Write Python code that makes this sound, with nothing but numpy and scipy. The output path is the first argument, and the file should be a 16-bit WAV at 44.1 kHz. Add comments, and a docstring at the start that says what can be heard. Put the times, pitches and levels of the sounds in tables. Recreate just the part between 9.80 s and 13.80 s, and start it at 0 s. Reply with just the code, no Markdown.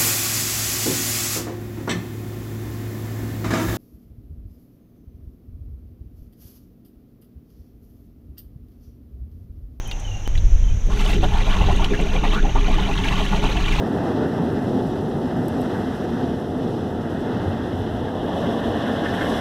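"""At a muddy pool in the open, an elephant blows through its dipped trunk. The air comes up in gulps,
about nine a second, each a cluster of big bubbles. The trunk's air column gurgles below them, hollows
slosh open and shut, mud snaps and thrown water spatters back. Wind buffets the microphone;
insects hiss in the background, and far off are a chirping bird and a low drone.
Early on an edit cut clicks: a hollow wash stops and the wind rumble is abruptly louder."""
import sys
import numpy as np
from scipy import signal
from scipy.fft import rfft, irfft
from scipy.io import wavfile
from scipy.ndimage import uniform_filter1d

SR = 44100
rng = np.random.default_rng(int(sys.argv[2]) if len(sys.argv) > 2 else 0)


def log_audio(samples):
    """Write samples as a 16-bit WAV file to the path given in sys.argv[1]."""
    # one column per channel
    frames = np.atleast_2d(samples).T
    # limit to full scale, then quantise
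    limited = np.clip(frames, -1, 1)
    pcm = np.round(limited * 32767).astype(np.int16)
    wavfile.write(sys.argv[1], SR, pcm)


N = 176400
T = np.arange(N) / SR

# spectra of the open air and of the insect hiss: freq_hz, gain_db
AIR_SPECTRUM = [(200, 0.5), (600, -5), (1150, -13), (3200, -13), (3900, -18.5), (4600, -27), (15000, -38)]
INSECT_SPECTRUM = [(4400, -61), (5200, -16.5), (5700, -2.5), (6150, 1.5), (6700, -4), (7400, -16.5),
                   (8500, -49)]
# strength of the wind on the microphone: time_s, level_db
WIND_LEVEL = [(.47, -26), (.48, -16), (.73, -10.5), (1, -16), (1.75, -15), (1.92, -13), (2.15, -19.5),
              (2.65, -14), (2.97, -14.5), (3.08, -21), (4, -17.5)]
# spectrum of its buffeting: freq_hz, gain_db
WIND_SPECTRUM = [(10, -18.5), (22, 0), (32, -2), (62, -15.5), (90, -21), (150, -34), (500, -58),
                 (4000, -96)]
# notes of the far bird: start_s, pitch_hz, level_db
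BIRD_NOTES = [(0.052, 3180, -37), (.08, 2570, -40), (0.12, 2835, -35.5), (0.243, 3116, -35),
              (0.273, 2980, -36.5), (0.31, 2860, -35), (0.339, 2867, -34.5), (0.454, 3106, -35.5),
              (.835, 3200, -42), (0.877, 3140, -40), (0.901, 2550, -45)]
# wet snaps of mud and drops: start_s, peak_db, pitch_hz
MUD_SNAPS = [(.075, -37.5, 10500), (0.1127, -22.5, 3030), (.198, -38, 7700), (0.553, -28, 2200),
             (0.577, -23.5, 3520), (1.9634, -33, 8100), (2.0444, -14.5, 2980), (2.046, -40, 9000),
             (2.2, -22.5, 2430), (2.2114, -34, 7600), (2.547, -21, 3500)]
# water thrown up and falling back: time_s, level_db
SPLASH_LEVEL = [(1.07, -64), (1.11, -39.5), (1.18, -34), (1.32, -30.5), (1.412, -40.5), (1.436, -28),
                (1.48, -36.5), (1.6, -31.5), (1.64, -35), (1.71, -30.5), (1.94, -33), (2.27, -36.5),
                (2.36, -30.5), (2.41, -38), (2.45, -31), (2.55, -30.5), (2.61, -39), (2.74, -36.5),
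                (2.92, -32.5), (3.13, -31.5), (3.27, -29.5), (3.43, -28.5), (3.5, -33), (3.56, -29.5),
                (3.6, -35), (3.66, -28.5), (3.78, -31), (4, -29)]
# fine spray against the thrown water: time_s, relative_db
SPRAY_BALANCE = [(1.33, -10), (1.42, -15), (2.8, -18), (3.4, -14.5), (4, -16)]
# filters on the churning water and on the spray: freq_hz, gain_db
CHURN_FILTER = [(450, -8), (880, 3.5), (1250, -3.5), (2000, -3.5), (3000, 0.5), (3750, -4.5), (4500, -15.5),
                (8000, -49)]
SPRAY_FILTER = [(1000, -55), (3500, 13), (6000, 4), (12000, -4.5), (15500, -12)]
# hollows in the water opening or closing: start_s, length_s, level_db, first_pitch_hz, last_pitch_hz
WATER_HOLLOWS = [(1.49, 0.13, -33, 680, 1050), (1.698, 0.089, -34.5, 1480, 826),
                 (1.919, 0.041, -32, 330, 480), (2.513, 0.1, -32, 900, 1720),
                 (2.89, 0.07, -35.5, 770, 1420)]
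# resonances of the trunk's air column: pitch_hz, stage_half_width_hz, gain_db
TRUNK_MODES = [(147, 15.5, 2.5), (194.4, 17.6, 2), (267.8, 13.7, 2.5), (319.6, 12, 0), (401.5, 28.5, -3.5)]
# loudness of the air column and of loose air pockets under the surface: time_s, level_db
COLUMN_LEVEL = [(1.07, -33), (1.23, -27), (1.55, -32), (2.65, -28.5), (2.72, -37), (2.8, -28), (4, -27.5)]
POCKET_LEVEL = [(1.1, -36.5), (2.5, -35.5), (2.9, -39)]
# gulps of air breaking the surface: start_s, length_s, level_db, pitch_hz
AIR_GULPS = [(1.092, 0.055, -38.5, 1008), (1.328, 0.088, -31.5, 339), (1.427, .027, -22.5, 716),
             (1.667, 0.063, -35, 793), (1.794, 0.075, -29.5, 843), (1.875, .06, -26, 763),
             (1.976, 0.11, -32, 882), (2.097, 0.054, -28, 376), (2.131, 0.029, -31.5, 1680),
             (2.186, .03, -30, 690), (2.205, .06, -28.5, 340), (2.348, .04, -31.5, 750),
             (2.429, 0.042, -26.5, 870), (2.533, 0.036, -29.5, 217), (2.635, 0.073, -30.5, 766),
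             (2.748, 0.049, -26.5, 880), (2.875, 0.045, -28.5, 726), (2.969, 0.076, -31.5, 838),
             (3.078, .048, -29.5, 760), (3.178, 0.062, -36, 845), (3.238, 0.033, -31, 2160),
             (3.299, .06, -33.5, 963), (3.387, 0.055, -31, 825), (3.516, 0.071, -29.5, 840),
             (3.633, 0.039, -26, 890), (3.752, 0.033, -31, 812), (3.914, 0.033, -30.5, 2290),
             (3.978, 0.034, -33, 1000)]


def amp(db):
    """Decibels to gain."""
    return 10 ** (np.asarray(db) / 20)


def unit(x):
    """Scales to rms 1."""
    return x / np.sqrt(np.mean(x ** 2) + 1e-20)


def level(curve):
    """Gain over time from a (time_s, level_db) curve."""
    return amp(np.interp(T, *np.transpose(curve)))


def add(mix, start_s, sound):
    """Lays a sound into the mix, cut off at the mix's end."""
    part = mix[max(round(start_s * SR), 0):][:len(sound)]
    part += sound[:len(part)]


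def colour(x, points):
    """Filters by a (freq_hz, gain_db) curve; rms 1."""
    points_hz, db = np.transpose(points)
    hz = np.fft.rfftfreq(N, 1 / SR)
    return unit(irfft(rfft(x) * amp(np.interp(np.log(hz + 1), np.log(points_hz), db)), N))


def drift(rate_hz):
    """Smooth random wandering, rms 1."""
    hz = np.fft.rfftfreq(N, 1 / SR)
    return unit(irfft(rfft(rng.standard_normal(N)) * np.exp(-(hz / rate_hz) ** 2), N))


def steady(x, span_s):
    """Evens out the slow swells of a random texture."""
    return x / np.sqrt(abs(uniform_filter1d(x ** 2, max(int(span_s * SR), 2))) + 1e-9)


def ring(x, hz, width_hz):
    """One resonance of gain 1, fixed or moving."""
    turn = np.exp(2j * np.pi * np.cumsum(hz * np.ones(len(x))) / SR)
    pole = np.exp(-np.pi * width_hz / SR)
    return 2 * (turn * signal.lfilter([1 - pole], [1, -pole], x / turn)).real


def hollow(x, hz, width_hz):
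    """A steep-sided resonance: two stages, each width_hz wide."""
    return ring(ring(x, hz, width_hz), hz, width_hz)


def bubble(hz, cycles, rise):
    """A bubble swells within a cycle, rings down to 1/e in `cycles` and climbs in pitch."""
    age = np.arange(0, 6, hz / cycles / SR)  # in decay times
    envelope = (1 - np.exp(-2 * age * cycles)) * np.exp(-age)
    return envelope * np.sin(2 * np.pi * cycles * age * (1 + rise * age / 2))


def cloud(low_hz, high_hz, per_s, cycles, rise, spread_db, pitches=120):
    """Bubbles of many sizes at random moments, a few much louder than the rest."""
    out = np.zeros(N)
    per_pitch = int(per_s * N / SR / pitches)
    for hz in np.geomspace(low_hz, high_hz, pitches):
        pop = hz * bubble(hz, cycles * 2 ** (2 * rng.random() - 1), rise)
        when, strength, polarity = rng.random((300, 3))[:per_pitch].T
        gains = amp(spread_db * -np.log(strength + .02)) * np.sign(polarity - .5)
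        for start_s, gain in zip(when * N / SR, gains):
            add(out, start_s, gain * pop)
    return unit(out)


def scatter(x, t60_s, wet_db):
    """Adds a thin outdoor tail from banks and trees."""
    t = np.arange(SR // 2) / SR
    echoes = rng.standard_normal(len(t)) * (rng.random(len(t)) < .05)
    tail = echoes * amp(-60 * t / t60_s) * (t > .003)
    return x + amp(wet_db) * signal.fftconvolve(x, tail / np.linalg.norm(tail))[:N]


def background(cut_s):
    """Open air, a band of insect hiss, a far low drone, and a hollow wash that stops at the edit cut."""
    air, insects, drone, wash = rng.standard_normal((4, N))
    hum = unit(hollow(drone, hz=101.8, width_hz=20.3))
    wash = unit(hollow(wash, hz=802, width_hz=190)) * (T < cut_s)
    hiss = colour(insects, INSECT_SPECTRUM) * amp(.5 * drift(40))
    return amp(-41.5) * colour(air, AIR_SPECTRUM) + amp(-48) * hiss + amp(-37) * hum + amp(-48.5) * wash


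def bird(note_s=0.019, fall_hz_per_s=7400):
    """Short falling whistles from far off."""
    out, t = np.zeros(N), np.arange(0, note_s, 1 / SR)
    for start_s, hz, db in BIRD_NOTES:
        whistle = np.sin(2 * np.pi * np.cumsum(hz - fall_hz_per_s * t) / SR)
        add(out, start_s, amp(db) * np.sin(np.pi * t / note_s) * whistle)
    return out


def wind(cut_s):
    """Low buffeting right on the microphone; an edit cut clicks and the rumble is abruptly louder."""
    out = steady(colour(rng.standard_normal(N), WIND_SPECTRUM), 0.116) * level(WIND_LEVEL)
    click = -amp(-14.5) * np.exp(-T / 0.024)
    add(out, cut_s, click)
    return out


def snaps(decay_s=0.0052):
    """Mud and drops crack, each with one quickly damped ring."""
    out, t = np.zeros(N), T[:SR // 20]
    for start_s, db, hz in MUD_SNAPS:
        crack = rng.standard_normal(len(t)) * np.exp(-t / decay_s)
        body = ring(crack, hz, 0.3 * hz)
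        snap = ring(body + 0.091 * crack, hz, 0.5 * hz)
        add(out, start_s, amp(db) * snap / abs(snap).max())
    return out


def splash():
    """Thrown water: a dense churn of small, quickly damped bubbles, and fine spray with it."""
    clumps = drift(53)
    churn = cloud(602.3, 5536, per_s=3000, cycles=6, rise=0.04, spread_db=3.24, pitches=200)
    churn = steady(colour(churn, CHURN_FILTER), 0.093) * amp(1.43 * clumps)
    spray = cloud(1750, 17400, per_s=4500, cycles=1.4, rise=0.026, spread_db=0.51)
    spray = steady(colour(spray, SPRAY_FILTER), 0.044) * amp(1.24 * clumps)
    return (churn + spray * level(SPRAY_BALANCE)) * level(SPLASH_LEVEL) * (T > SPLASH_LEVEL[0][0])


def sloshes():
    """Rushing water rings a hollow whose pitch glides as it changes size."""
    out = np.zeros(N)
    for start_s, length_s, db, first_hz, last_hz in WATER_HOLLOWS:
        progress = np.arange(0, length_s, 1 / SR) / length_s
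        glide_hz = first_hz * (last_hz / first_hz) ** progress
        rush = hollow(rng.standard_normal(len(progress)), glide_hz, 0.29 * first_hz)
        add(out, start_s, amp(db) * unit(rush * np.sin(np.pi * progress) ** .5))
    return out


def gurgle(bubbling, gulp_drive=0.62):
    """Air tearing from the trunk tip rings its air column, harder at each gulp; air pockets wobble."""
    gulp_envelope = unit(np.sqrt(abs(uniform_filter1d(bubbling ** 2, SR // 20))))
    rush = rng.standard_normal(N)
    column = unit(sum((-1) ** k * amp(db) * hollow(rush, hz, 2 * half_width_hz)
                      for k, (hz, half_width_hz, db) in enumerate(TRUNK_MODES)))
    column = unit(steady(column, 0.072) * (1 + gulp_drive * gulp_envelope))
    pockets = cloud(146.6, 658, per_s=95, cycles=6.54, rise=0.0715, spread_db=2.2)
    pockets = steady(colour(pockets, [(140, 5), (400, -5.5), (620, -2)]), 0.18)
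    return (column * level(COLUMN_LEVEL) + pockets * level(POCKET_LEVEL)) * (T > COLUMN_LEVEL[0][0])


def gulps(count=18, pitch_spread=0.28, lead_cycles=5.8, rise=0.03, slap_decay_s=0.02):
    """Each gulp is one leading bubble that bursts with a slap, in a quick cluster of others."""
    out, t = np.zeros(N), T[:SR // 20]
    for start_s, length_s, db, hz in AIR_GULPS:
        burst = np.zeros(SR // 2)
        for k, (jitter, detune, strength, polarity) in enumerate(rng.random((count, 4))):
            progress = (k + jitter) / count
            gain = np.sin(np.pi * progress ** 0.71) * (.5 + strength) * np.sign(polarity - .5)
            bubble_hz = hz * np.exp(pitch_spread * (2 * detune - 1))
            add(burst, progress * length_s, gain * bubble(bubble_hz, 0.54 * lead_cycles, rise))
        add(burst, 0.18 * length_s, 1.77 * bubble(hz, lead_cycles, rise))  # the leading bubble
        slap = unit(ring(rng.standard_normal(len(t)), 2 * hz, 3 * hz)) * np.exp(-t / slap_decay_s)
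        add(burst, 0.22 * length_s, amp(-17) * ring(slap, 2 * hz, 2 * hz))
        add(out, start_s, amp(db) * burst * np.sqrt(length_s * SR / np.sum(burst ** 2)))
    return out


def scene(cut_s=0.4768):
    """One microphone: the pool almost dry, the far bird with a longer tail, wind and background."""
    bubbling = gulps()
    water = bubbling + sloshes() + gurgle(bubbling) + splash() + snaps()
    pool = scatter(water, t60_s=0.046, wet_db=-9.5)
    far_bird = scatter(bird(), t60_s=0.47, wet_db=-4)
    return (pool + far_bird + wind(cut_s) + background(cut_s))[None]


def record(dry, cutoff_hz=15750):
    """A steep low-pass takes off the highest treble."""
    lowpass = signal.firwin(511, cutoff_hz, window=("kaiser", 9), fs=SR)
    return signal.oaconvolve(dry, lowpass[None], "same")


dry = scene()
out = record(dry)
log_audio(out)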